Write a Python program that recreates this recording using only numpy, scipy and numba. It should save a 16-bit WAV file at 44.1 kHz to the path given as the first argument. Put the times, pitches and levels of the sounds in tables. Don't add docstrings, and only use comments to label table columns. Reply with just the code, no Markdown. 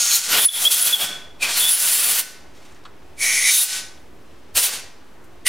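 import sys
import numpy as np
from scipy import signal
from scipy.fft import rfft, irfft, next_fast_len
from scipy.io import wavfile
from scipy.ndimage import uniform_filter1d, minimum_filter1d
from numba import njit

SR = 44100
rng = np.random.default_rng(int(sys.argv[2]) if len(sys.argv) > 2 else 0)


def gain_from_db(level_db):
    decades = np.asarray(level_db, float) / 20
    return 10 ** decades


def store_pcm(level_fs):
    pcm = np.round(np.clip(level_fs, -1, 1) * 32767).astype(np.int16)
    wavfile.write(sys.argv[1], SR, np.atleast_2d(pcm).T)


N = 241932
FAST = next_fast_len(N)
T = np.arange(N) / SR
HZ = np.maximum(np.arange(FAST // 2 + 1) * SR / FAST, 1)


def on_hz(table, hz=HZ):
    table_hz, values = np.transpose(table)
    return np.interp(np.log(hz), np.log(table_hz), values)


def on_time(table):
    return np.interp(T, *np.transpose(table))


def unit(x):
    return x / np.sqrt(np.mean(x ** 2))


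def noise(gain):
    return irfft(rfft(rng.standard_normal(FAST)) * gain, FAST)[:N]


def peak(hz, width_hz):
    return 1 / (1 + ((HZ ** 2 - hz ** 2) / (HZ * width_hz)) ** 2)


def band_share(centres_hz, k):
    return np.sqrt(np.interp(np.log(HZ), np.log(centres_hz), np.arange(len(centres_hz)) == k))


def gate(t0, t1, edge):
    if t0 == 0:
        t0 = -1
    return np.clip(np.minimum(T - t0, t1 - T) / edge + .5, 0, 1)


def walk(rate):
    k = int(SR / rate)
    steps = np.repeat(rng.standard_normal(N // k + 1), k)
    return unit(uniform_filter1d(uniform_filter1d(steps, k), k)[:N])


# frequency in Hz, level in dB per Hz.
TONE = [(15, -35.5), (25, -6.5), (32, -23.5), (70, -13), (206, -17), (242, -14), (363, -12.5), (463, -18),
        (503, -17.5), (818, -20), (2910, -30), (4140, -34.5), (16000, -47)]
# frequency in Hz, left-right difference in dB.
TONE_SIDE = [(60, -12.5), (110, 0), (200, -3), (380, -7), (700, -5), (1290, -9), (2380, -9.5), (4400, -8.5),
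             (8120, -9), (15000, -2)]


def room_tone():
    colour = gain_from_db(on_hz(TONE)) * (HZ > 20)
    centres_hz = 40 * 2. ** np.arange(9)
    out = 0
    for k in range(9):
        band = colour * band_share(centres_hz, k)
        mid, side = noise(band), noise(band * gain_from_db(on_hz(TONE_SIDE)))
        out = out + gain_from_db(1.1 * walk(rate=6)) * np.array([mid + side, mid - side])
    return out * gain_from_db(-49) / np.sqrt(np.mean(out.mean(axis=0) ** 2))


# frequency in Hz, width in Hz, level in dB.
RUMBLE = [(58, 8, -61.5), (76.9, 8, -61.5)]
# centre in seconds, level in dB, length in seconds, frequency in Hz.
PUFFS = [
    (0.462, -19, .03, 55),
    (1.048, -37, 0.048, 110.6),
    (4.555, -38.5, 0.027, 81),
]


def low_air():
    drone = sum(unit(noise(peak(hz, width_hz))) * gain_from_db(db) for hz, width_hz, db in RUMBLE)
    out = np.array([drone, drone])
    for s, db, length, hz in PUFFS:
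        push = np.exp(-((T - s) / length) ** 2 * 4) * np.sin(2 * np.pi * hz * (T - s))
        out = out + gain_from_db(db) * push * np.array([[1.2], [.8]])
    return out


# time in seconds, hiss at the camera in dB,
# glance from 0 (square on) to 1 (skimming an edge).
SWEEP = [
    [(0.0, -9, 0.23), (.075, -12.5, 0.074), (.165, -5.5, 0.016), (.2, -14.5, 0.28), (.23, -17.5, 0.14),
     (.285, -23.5, 0.45)],
    [(.335, -17.5, 0.84), (.39, -13.5, 1), (.415, -15.5, 0.48), (.452, -13, 0.57), (.47, -23, 0.47)],
    [(.54, -22, 0.36), (.6, -23, 0.58), (.64, -22.5, 0.43), (.7, -15, 0.69)],
    [(.716, -4.5, 0.07), (.775, -8.5, .25), (.81, -11.5, 0.28), (.88, -6.5, 0.27), (.9, -13, 0.44)],
    [(.96, -17, 0.55), (1.0, -17.5, 0.78), (1.045, -18, .75), (1.08, -28.5, 0.3)],
]
# time in seconds, hiss at the camera in dB, glance from 0 to 1.
AIMED = [
    [(1.39, -56.5, 1), (1.43, -21, .45), (1.48, -26.5, 0.84), (1.55, -26, 0.28), (1.585, -19.5, 0.38),
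     (1.67, -20, 0.54), (1.72, -15, 0.22), (2.19, -15.5, 0.46), (2.24, -28.5, 0.35)],
    [(3.16, -60, .5), (3.22, -24.5, 0.13), (3.44, -23.5, 0.16), (3.5, -8.5, 0), (3.6, -6, 0),
     (3.635, -7.5, .03), (3.68, -16.5, 0.21), (3.79, -32, 0.18)],
    [(4.53, -77.5, .9), (4.556, -27.5, 0.53), (4.578, -15, 0.6), (4.66, -14.5, 0.24), (4.7, -22.5, 0.62),
     (4.79, -37, 0.33)],
    [(5.44, -81, .5), (5.456, -32.5, 0.2), (5.468, -17, 0.15), (5.486, -11.5, 0)],
]


def nozzle_path():
    s, hiss_db, glance = np.transpose(np.concatenate(SWEEP + AIMED))
    return np.interp(T, s, hiss_db), np.interp(T, s, glance)


# frequency in Hz, level in dB per Hz.
NOZZLE = [(60, -48), (130, -21), (250, -19.5), (700, -11.5), (1300, -10), (3000, 0.5), (6000, 1),
          (10000, 4.5), (12000, 2.5), (15000, 2), (18000, -22)]
SEATED = [
    (0, 0.12),
    (.2, 0.34),
    (1.06, 1.55),
    (3.1, 3.52),
    (5.4, 6.4),
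]
CLOSING = [
    (2.215, 2),
    (3.67, 4.5),
    (4.69, 4.9),
]


def hiss(glance):
    edge_s = 0.056
    splash_db = -25.5 + 22 * glance
    body_db = -10.5 + 10 * glance
    fizz_db = -0.23 - 11 * sum(gate(t0, t1, edge_s) for t0, t1 in SEATED)
    fizz_db = fizz_db - 13 * sum(gate(t0, t1, edge_s) for t0, t1 in CLOSING)
    centres_hz = [550, 1900, 6200, 13000]
    edges_hz = [(250, 1100), (1200, 3000), (4200, 9000), (11000, 15500)]
    colour, eddies, out = gain_from_db(on_hz(NOZZLE)), walk(rate=100), 0
    for k, db in enumerate([splash_db, body_db, 0, fizz_db]):
        low, high = edges_hz[k]
        power = 2 * np.sum(colour[(HZ > low) & (HZ < high)] ** 2) / FAST
        flutter = gain_from_db(1.2 * eddies + 1.15 * walk(rate=22))
        out = out + noise(colour * band_share(centres_hz, k)) / np.sqrt(power) * gain_from_db(db) * flutter
    return out


# from and to in seconds, pitch in Hz, level in dB
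HOLE_RINGS = [(0, 1.08, 1410, -20), (0, .06, 4760, -9), (0, 0.2, 5520, -7.5), (0, 0.22, 6570, -1),
              (.11, 0.17, 4200, -2), (.3, .36, 1440, -3.5), (0.321, .39, 2850, -2), (.3, .47, 12700, -1.5),
              (.38, 0.45, 3440, 2), (0.389, 0.57, 10500, 5), (.48, 0.59, 3410, 1), (.51, 0.74, 10130, -3),
              (.674, 1.04, 3390, -5.5), (.71, 0.67, 7200, 2), (.71, 0.86, 10460, -1),
              (.84, 0.96, 11100, -1), (.92, 1.2, 3365, -0.5),
              (1.39, 1.465, 2460, 1), (1.7, 1.64, 2420, -4.5), (1.56, 2, 7400, -12), (1.6, 1.705, 3500, -2),
         (1.52, 1.6, 4280, -7), (1.5, 2.5, 1430, -21), (1.59, 2.13, 10000, 0.4), (1.685, 1.76, 10230, 9),
         (3.17, 3.505, 2013, -2), (3.17, 3.505, 2267, .6), (3.43, 3.62, 3760, -5), (3.19, 3.51, 5550, -5.5),
         (3.19, 3.56, 6370, -3), (3.9, 3.56, 6180, -4), (3.17, 3.645, 9840, -0.5),
         (3.53, 3.645, 10700, 0.2), (4.55, 4.67, 9600, -3), (5.45, 5.6, 2010, -3), (5.46, 5.6, 2900, -3.5),
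         (5.45, 5.6, 9400, 0.5)]


def ringing_holes():
    out = 0
    for t0, t1, hz, db in HOLE_RINGS:
        ring = unit(noise(peak(hz, width_hz=0.1 * hz)))
        out = out + ring * gain_from_db(db) * gate(t0, t1, edge=0.013)
    return out


BLASTS = [
    (0, 1.1),
    (1.396, 2.225),
    (3.165, 3.81),
    (4.535, 4.8),
    (5.445, 5.59),
]


def jet():
    hiss_db, glance = nozzle_path()
    valve = sum(gate(t0, t1, edge=0.037) for t0, t1 in BLASTS)
    return (hiss(glance) + ringing_holes()) * gain_from_db(hiss_db) * valve


# delay in seconds, level in dB.
BOUNCES = [(.0007, -32), (.0016, -21), (.0043, -14), (.0068, -16.5), (.0095, -14.5)]
# frequency in Hz, level in dB, t60 in seconds.
CASING = [(1505, -16, 0.53), (6550, -25.5, 0.37)]


def close_by(x):
    ir = np.zeros(SR // 2)
    ir[0] = 1
    for s, db in BOUNCES:
        ir[int(s * SR)] += gain_from_db(db)
    ir /= np.sqrt(np.sum(ir ** 2))
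    t = T[:len(ir)]
    for hz, db, t60 in CASING:
        ir = ir + gain_from_db(db - 36 - 60 * t / t60) * np.sin(2 * np.pi * hz * t)
    return signal.fftconvolve(x, ir)[:N]


# frequency in Hz, t60 in seconds.
ROOM_T60 = [(200, .55), (1500, 0.58), (3200, 0.5), (5500, .47), (8000, 0.37), (11000, .3), (15000, 0.26)]
# frequency in Hz, level in dB.
ROOM_COLOUR = [(200, 3.5), (900, -3), (1900, 1), (3100, -6), (5500, -0.5), (9000, -3.5), (12000, -6),
               (15500, -7.5)]
# frequency in Hz, left-right difference in dB.
ROOM_SIDE = [(200, 0), (1500, -22.5), (3500, -15), (6500, -9), (12000, -7)]


def garage(x):
    centres_hz = 125 * 2. ** np.arange(8)
    onset = np.clip((T - .003) / 0.0074, 0, 1)

    def echo(colour_db):
        tail = 0
        for k, hz in enumerate(centres_hz):
            tail = tail + noise(band_share(centres_hz, k)) * gain_from_db(-60 * T / on_hz(ROOM_T60, hz))
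        return irfft(rfft(tail * onset * (T < 1.5), FAST) * gain_from_db(colour_db), FAST)

    mid = echo(on_hz(ROOM_COLOUR))
    side = echo(on_hz(ROOM_COLOUR) + on_hz(ROOM_SIDE))
    scale = gain_from_db(-13) / np.sqrt(np.sum(mid ** 2))
    return np.array([signal.fftconvolve(x, scale * (mid + sign * side))[:N] for sign in (1, -1)])


# peak in seconds, swell in seconds, pitch in Hz,
# glide in Hz, rms level at the camera in dB.
WHISTLES = [
    (.463, 0.015, 10180, -300, 8.5),
    (.477, 0.0043, 9830, -100, -2.5),
    (.49, .006, 3440, -20, 5.5),
    (.658, .009, 3206, 24.5, -6.5),
    (.674, .011, 3362, 46.5, 3),
    (.815, .006, 9800, 141, -1),
    (0.827, 0.0048, 10230, 61, 3),
    (.941, 0.016, 3390, -220, 4),
    (1.66, .045, 3425, 330, -15),
]


def whistles():
    out, wobble = 0, walk(rate=300)
    for s, swell_s, centre_hz, glide_hz, db in WHISTLES:
        along = np.clip((T - s) / swell_s, -1, 1)
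        hz = (centre_hz + glide_hz * along / 2) * (1 + 0.0019 * wobble)
        level = np.sqrt(2) * gain_from_db(db + 0.85 * wobble) * np.cos(np.pi / 2 * along)
        out = out + level * np.sin(2 * np.pi * np.cumsum(hz) / SR)
    return out


# time in seconds, level in dB.
SLEEVE = [
    (2.45, -75.5),
    (2.56, -55.5),
    (2.66, -52.5),
    (2.75, -59),
    (2.83, -65),
    (2.95, -72.5),
]
# start in seconds, level in dB, t60 in seconds, tone in Hz,
# width in Hz.
TOUCHES = [
    (2.678, -60.5, 0.034, 7000, 3000),
    (2.722, -49, .03, 7430, 2980),
    (2.746, -50, 0.022, 6500, 3020),
    (2.838, -50.5, .04, 4500, 4050),
    (2.851, -39, 0.061, 3255, 1780),
    (3.974, -49, 0.041, 2510, 3002),
    (4.31, -51, .05, 2500, 2000),
    (2.851, -38.5, 0.1, 1250, 496),
    (2.855, -58, .1, 8000, 494),
    (5.241, -52, 0.061, 8000, 14100),
]


def hands():
    cloth = unit(noise(peak(6100, 6000) + 2.9 * peak(2300, 3000)))
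    grain = gain_from_db(on_time(SLEEVE) + 2.3 * walk(rate=90))
    out = cloth * grain * gate(SLEEVE[0][0], SLEEVE[-1][0], edge=0.038)
    for s, db, t60, hz, width_hz in TOUCHES:
        fade = np.clip((T - s) / 0.0011, 0, 1) * gain_from_db(-60 * np.maximum(T - s, 0) / t60)
        out = out + unit(noise(peak(hz, width_hz))) * gain_from_db(db) * fade
    return out


@njit
def follow(target, attack, release):
    out, e = np.empty(len(target)), target[0]
    for i in range(len(target)):
        e += (target[i] - e) * (attack if target[i] < e else release[i])
        out[i] = e
    return out


def gain_control(x):
    ceiling_db, squeeze = -17, 0.89
    detect_s, attack_s, hold_s = .012, 0.01, 0.029
    level_db = 10 * np.log10(uniform_filter1d(x ** 2, int(detect_s * SR)) + 1e-12)
    hold = 2 * int(hold_s * SR / 2) + 1
    wanted = minimum_filter1d(-squeeze * np.maximum(level_db - ceiling_db, 0), hold, origin=hold // 2)
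    release_s = np.where((T > 2.15) & (T < 2.4), 0.13, 0.028)
    return follow(wanted, 1 / (attack_s * SR), 1 / (release_s * SR))


def scene():
    blast = jet() + whistles() + hands()
    near = close_by(blast)
    lag = 0.11 * np.gradient(near)
    return np.array([near + lag, near - lag]) + garage(blast) + room_tone() + low_air()


def roll_off(x):
    return signal.sosfilt(signal.butter(12, 15940, fs=SR, output="sos"), x)


def record(dry):
    bass_hz, offset = 105, .0102
    gain_db = gain_control(dry.mean(axis=0))
    bass = irfft(rfft(dry, FAST) / (1 + (HZ / bass_hz) ** 4), FAST)[:, :N]
    bass_cut = gain_from_db(.55 * gain_db) - 1
    x = (dry + bass * bass_cut + offset) * gain_from_db(gain_db)
    soft = np.tanh(.9 * x) / .9
    top_cut = signal.ellip(10, .1, 40, 15900, fs=SR, output="sos")
    mix = signal.sosfiltfilt(top_cut, soft)
    return roll_off(mix)


dry = scene()
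out = record(dry)
store_pcm(out)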